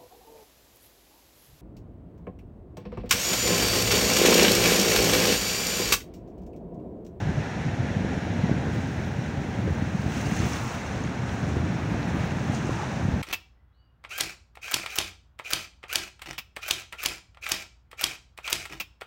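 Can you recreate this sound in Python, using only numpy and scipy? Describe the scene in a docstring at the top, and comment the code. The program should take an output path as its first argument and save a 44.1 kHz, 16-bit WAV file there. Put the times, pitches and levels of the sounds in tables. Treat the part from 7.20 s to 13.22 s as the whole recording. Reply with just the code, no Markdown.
"""Small waves wash onto a beach of pebbles and shells, heard through a small microphone in a breeze.
From the start, eddies of wind on the microphone port make a lumpy rumble (shaped noise) with single thumps
(short tones), and surf along the shore roars steadily (smooth noise). Faint gurgles of trapped air (ringing
bubbles) soon grow; from about 1.5 s foam fizzes in surges (dense tiny bubbles, clicks and hiss).
Drops then tick on the shells (short high tones), and late on a few large air pockets plop."""
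import sys
import numpy as np
from scipy import signal
from scipy.fft import rfft, irfft, next_fast_len
from scipy.io import wavfile

SR = 44100
rng = np.random.default_rng(int(sys.argv[2]) if len(sys.argv) > 2 else 0)


def store_pcm(level_fs):
    """Save levels as 16-bit WAV."""
    pcm = np.round(np.clip(level_fs, -1, 1) * 32767).astype(np.int16)
    wavfile.write(sys.argv[1], SR, np.atleast_2d(pcm).T)


N = 265482  # length of the scene [samples]


def from_db(db):
    """Turns decibels into a gain."""
    return 10 ** (np.asarray(db) / 20)


def rms_one(x):
    """Scales a signal to an rms (average strength) of 1."""
    return x / np.sqrt(np.mean(x ** 2) + 1e-20)


def in_time(rows):
    """Draws straight lines between the rows of a time table; each column becomes one value a sample."""
    times, *columns = np.transpose(rows)
    return [np.interp(np.arange(N) / SR, times, column) for column in columns]


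def drift(rate_hz):
    """Slow random wandering with a spread of 1: noise smoothed twice by a one-pole low-pass."""
    step = 20  # one slow value for every 20 samples
    settle = 4000  # slow values thrown away while the filter settles
    r = np.exp(-2 * np.pi * rate_hz * step / SR)
    noise = rng.standard_normal(N // step + settle + 2)
    slow = signal.lfilter([1], [1, -2 * r, r * r], noise)[settle:]
    return np.interp(np.arange(N) / step, np.arange(len(slow)), rms_one(slow))


def colour(x, spectrum):
    """Filters a signal by a table of (frequency [Hz], level [dB]), then sets its rms to 1."""
    size = next_fast_len(N)
    hz = np.arange(1, size // 2 + 2) * SR / size
    points = np.array(spectrum)
    level_db = np.interp(np.log(hz), np.log(points[:, 0]), points[:, 1])
    shaped = irfft(rfft(x, size) * from_db(level_db), size)[:N]
    return rms_one(shaped)


def ring(clicks, hz, t60):
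    """Each click sets a sine ringing, as high as the click, that fades by 60 dB in t60 seconds."""
    r = from_db(-60 / (t60 * SR))
    w = 2 * np.pi * hz / SR
    # the tiny offset keeps the filter clear of very slow, near-zero numbers
    return signal.lfilter([0, np.sin(w)], [1, -2 * r * np.cos(w), r * r], clicks + 1e-18)


def grains(per_s, spread_db):
    """Clicks at random moments, most small, a few large, pushing up or down by chance."""
    sizes = from_db(spread_db * np.minimum(rng.exponential(1, N), 5))
    signs = rng.choice([-1, 1], N)
    happens = rng.random(N) < per_s / SR
    return sizes * signs * happens


def bubbles(per_s, spread_db, cycles, pitches_hz):
    """Bubbles are born at random and ring for some cycles at a pitch set by their size; rms 1."""
    clicks = grains(per_s, spread_db)
    dealt = rng.integers(0, len(pitches_hz), N)  # which pitch a click gets
    rings = [ring(clicks * (dealt == k), hz, cycles / hz) for k, hz in enumerate(pitches_hz)]
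    return rms_one(sum(rings))


def struck(rows):
    """Each (time, peak dB, Hz, reach) row is a short tone that swells to its moment and fades."""
    out, t = np.zeros(N), np.arange(N) / SR
    for s, peak_db, hz, reach in rows:
        near = slice(max(round((s - reach) * SR), 0), round((s + reach) * SR))
        from_peak = t[near] - s
        swell = np.exp(-(4 * from_peak / reach) ** 2)
        out[near] += from_db(peak_db) * swell * np.cos(2 * np.pi * hz * from_peak)
    return out


def wind():
    """Lumpy turbulence shakes the port; the sharper part of its rumble grows faster than the gust."""
    # strength of the gust, before chance and tone changes: (time [s], level [dB])
    gust_curve = [(0, -28), (.2, -29), (.3, -36.5), (.45, -30), (.85, -27.5), (.92, -31), (1.28, -26.5),
                  (1.6, -26.5), (1.88, -31.5), (2.36, -30.5), (2.48, -26.5), (2.75, -32), (3.24, -24.5),
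                  (3.4, -33.5), (3.67, -37), (3.8, -30.5), (4.2, -33), (4.25, -24), (4.44, -27.5),
                  (4.58, -30.5), (5.42, -26.5), (5.68, -35), (5.86, -25.5), (6.02, -28.5)]
    # tone of the eddies: (frequency [Hz], relative level [dB per Hz])
    eddy_spectrum = [(30, -33), (50, -11), (80, -0.5), (120, -0.5), (200, -4), (300, -9), (450, -18),
                     (800, -28), (1600, -34), (5000, -120)]
    # gain of the deepest rumble against the rest: (time [s], level [dB])
    deep_curve = [(0, 2), (1.5, -5), (2.1, 2), (2.8, 0.2), (4.2, 3), (5.2, -2.5), (6.02, 4)]
    # single eddies that thump the membrane:
    # (time [s], peak level [dB], pitch [Hz], reach either side of the peak [s])
    thumps = [(0.1834, -17, 153, 0.022), (0.465, -16, 150, 0.011), (0.6035, -18.5, 119, 0.051),
              (0.7684, -15.5, 154, 0.022), (0.809, -19, 187, 0.013), (0.848, -11.5, 194, 0.0035),
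              (0.9776, -15.3, 195, 0.0097), (1.2416, -11, 178, 0.022), (1.2961, -9.5, 281, 0.0035),
              (1.316, -9.5, 203, 0.0084), (1.326, -17.5, 257, 0.0064), (1.99, -20.5, 142, 0.042),
              (2.18, -17, 132, 0.021), (2.4777, -13, 233, 0.0048), (2.6254, -14, 160, 0.01),
              (2.7521, -17, 180, 0.03), (2.797, -18, 150, 0.017), (2.864, -13.5, 156, 0.0083),
              (3.1241, -19, 189, 0.023), (3.203, -14.5, 197, 0.0052), (4.3687, -11, 165, 0.0039),
              (4.4417, -15, 167, 0.01), (4.7216, -15.5, 170, 0.025), (4.745, -17, 178, 0.0044),
              (4.969, -14.5, 194, 0.0053), (5.2984, -15.5, 173, 0.011), (5.494, -10, 181, 0.003),
              (5.8565, -15.5, 163, 0.019), (5.8874, -11.5, 136, 0.012), (5.949, -23, 156, 0.01)]

    gust_db = in_time(gust_curve)[0] + 1.16 * drift(8.4)  # chance swing
    lumps_db = 0.36 * drift(44.0) + 1.18 * drift(34.5)
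    eddies = colour(rng.standard_normal(N) * from_db(lumps_db), eddy_spectrum)

    sharp = signal.sosfilt(signal.butter(2, 260.0, "high", fs=SR, output="sos"), eddies)
    deep = signal.sosfiltfilt(signal.butter(2, 100.0, fs=SR, output="sos"), eddies)
    sharp_gain = from_db(2.05 * (gust_db + 24.5))  # no change at a gust of -24.5 dB
    deep_gain = from_db(in_time(deep_curve)[0])
    # a gain minus 1 adds only the change to what eddies already hold
    rumble = eddies + sharp * (sharp_gain - 1) + deep * (deep_gain - 1)
    return from_db(gust_db) * rumble + struck(thumps)


def surf(roar_db):
    """Countless far bubbles merge into smooth noise that wavers a little."""
    # tone of the roar: (frequency [Hz], relative level [dB per Hz])
    roar_spectrum = [(350, -3.5), (760, -2), (950, -7.5), (1130, -14.5), (1600, -6), (2650, -15),
                     (3000, -19.5), (4100, -22), (4750, -30), (5700, -23.5), (6250, -29), (6800, -27.5),
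                     (7600, -39.5), (12500, -51), (15700, -76)]
    roar = colour(rng.standard_normal(N), roar_spectrum)
    return from_db(roar_db + 0.5 * drift(8.8)) * roar


def gurgle(gurgle_db):
    """Middling pockets of trapped air ring as the water turns over; a few large ones plop."""
    # large air pockets that ring in the breaking crest: (time [s], peak level [dB], pitch [Hz])
    pockets = [(5.338, -29, 730), (5.508, -33, 1060), (5.6, -28.5, 840), (5.616, -33, 1150),
               (5.636, -26.5, 840)]
    reach_cycles = 16  # cycles either side of a plop's peak
    plops = struck([(s, peak_db, hz, reach_cycles / hz) for s, peak_db, hz in pockets])
    middling = bubbles(2500.0, 1.4, 33.0, np.geomspace(820.0, 1450.0, 12))
    return from_db(gurgle_db) * middling + plops


def foam(top_db):
    """Tiny bubbles burst so densely that they almost blend into hiss; each size clumps in its own way."""
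    # tone of the foam as the microphone colours it: (frequency [Hz], relative level [dB per Hz])
    foam_spectrum = [(500, -19), (1200, 5), (2750, 4), (3150, -4), (4900, -7), (6200, -1), (7300, -7),
                     (8000, -10.5), (10000, -18), (12000, -28.5), (13900, -29), (14600, -18), (15800, -20)]
    pings = bubbles(2500.0, 2.8, 45.0, np.geomspace(3200.0, 15300.0, 24))
    crackle = rms_one(grains(9000.0, spread_db=3.0))
    stray_drops = bubbles(30.0, 1.5, 14.0, np.geomspace(8500, 15300, 8))
    hiss = rng.standard_normal(N)
    mix = 0.45 * pings + 0.51 * crackle + from_db(-14.0) * stray_drops + hiss
    bursts = colour(mix, foam_spectrum)

    # the part between 7.5 and 12 kHz sets the level
    bright = signal.sosfilt(signal.butter(4, [7500, 12000], "band", fs=SR, output="sos"), bursts)
    rest = bursts / np.std(bright)

    # split off one pitch band after another, from low to high, and let each flicker by chance
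    together_db = 0.36 * drift(27.0)  # flicker shared by all bands
    out = 0
    for edge_hz in (1800, 3200, 5000, 7600, 10300):
        below = signal.sosfiltfilt(signal.butter(3, edge_hz, fs=SR, output="sos"), rest)
        out = out + below * from_db(together_db + 1.5 * drift(45.0))
        rest = rest - below
    treble = rest * from_db(top_db + together_db + 1.5 * drift(28.0))
    return wash() * (out + treble)


def wash():
    """Gain of the fizz: each surge swells to its peak and drains away, over the resting foam."""
    # surges of water up the shingle: (time of the peak [s], fizz level [dB],
    # time to rise by 10 dB [s], time to fall by 10 dB [s])
    surges = [(1.55, -65.5, 0.1, 0.35), (2.92, -63, 0.05, 0.22), (2.98, -53.5, .04, .05),
              (3.25, -52, 0.33, 0.43), (4.09, -63, 0.041, .25), (4.29, -63.5, .1, 0.24),
              (5.03, -67, 0.35, 0.58), (5.35, -57, .05, 0.041), (5.56, -59.5, 0.6, 0.34)]
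    t = np.arange(N) / SR
    power = from_db(-68) ** 2  # the fizz while the water lies still
    for s, peak_db, rise, fall in surges:
        below_peak_db = 10 * np.maximum((s - t) / rise, (t - s) / fall)
        power = power + from_db(peak_db - below_peak_db) ** 2
    return np.sqrt(power)


def ticks():
    """Drops and shells tick as very short high tones."""
    # the ticks: (time [s], peak level [dB], pitch [Hz], reach either side of the peak [s])
    tick_rows = [(1.8073, -59, 14640, .004), (2.4165, -41, 3490, .003), (3.054, -43, 5000, .001),
                 (3.192, -31, 6210, .006), (3.3347, -24, 5930, 0.0017), (3.583, -44, 7700, .002),
                 (3.8135, -49, 6110, .003), (3.8395, -32, 6460, 0.0022), (4.0939, -30, 3270, 0.0013),
                 (4.5179, -60, 14000, .0015), (4.83, -30.5, 4000, 0.0011), (5.1093, -33, 2760, .004),
                 (5.3488, -27, 6700, .0007), (5.4558, -42, 6170, .004)]
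    return struck(tick_rows)


def scene():
    """Wind at the port over far surf and the near wash, faded in and out within a few milliseconds."""
    # the waves: (time [s], surf roar before its waver [dB], gurgle without plops [dB],
    # gain of the foam's treble above about 10 kHz [dB])
    waves = [(0, -36.5, -67, -1), (.6, -34.5, -68, -3), (1.2, -34.5, -59, 0), (1.9, -37, -54, 3.5),
             (2.8, -37, -47, 2.5), (3.0, -36, -48.5, 3.5), (3.47, -38.5, -39, 4), (3.65, -36.5, -45, -1),
             (4.35, -37, -45.5, 0), (5.0, -34.5, -43, 4), (5.35, -36.5, -44, -0.5), (5.62, -36, -39, -3),
             (5.75, -36, -44, -.8), (6.02, -37.5, -48, 3)]
    roar_db, gurgle_db, top_db = in_time(waves)
    shore = wind() + surf(roar_db) + gurgle(gurgle_db) + foam(top_db) + ticks()
    from_edge = np.minimum(np.arange(N), np.arange(N)[::-1])
    fade = np.minimum(from_edge / 130, 1)  # 130 samples at each end
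    return (shore * fade)[None]


def record(dry):
    """The microphone capsule loses the deepest bass, and the top is cut steeply."""
    bass_hz, top_hz = 47.4, 15720
    thin = signal.sosfilt(signal.butter(3, bass_hz, "high", fs=SR, output="sos"), dry)
    # 0.5 dB of ripple below the cut, at least 70 dB of loss well above it
    return signal.sosfilt(signal.ellip(14, 0.5, 70, top_hz, fs=SR, output="sos"), thin)


dry = scene()
out = record(dry)
store_pcm(out)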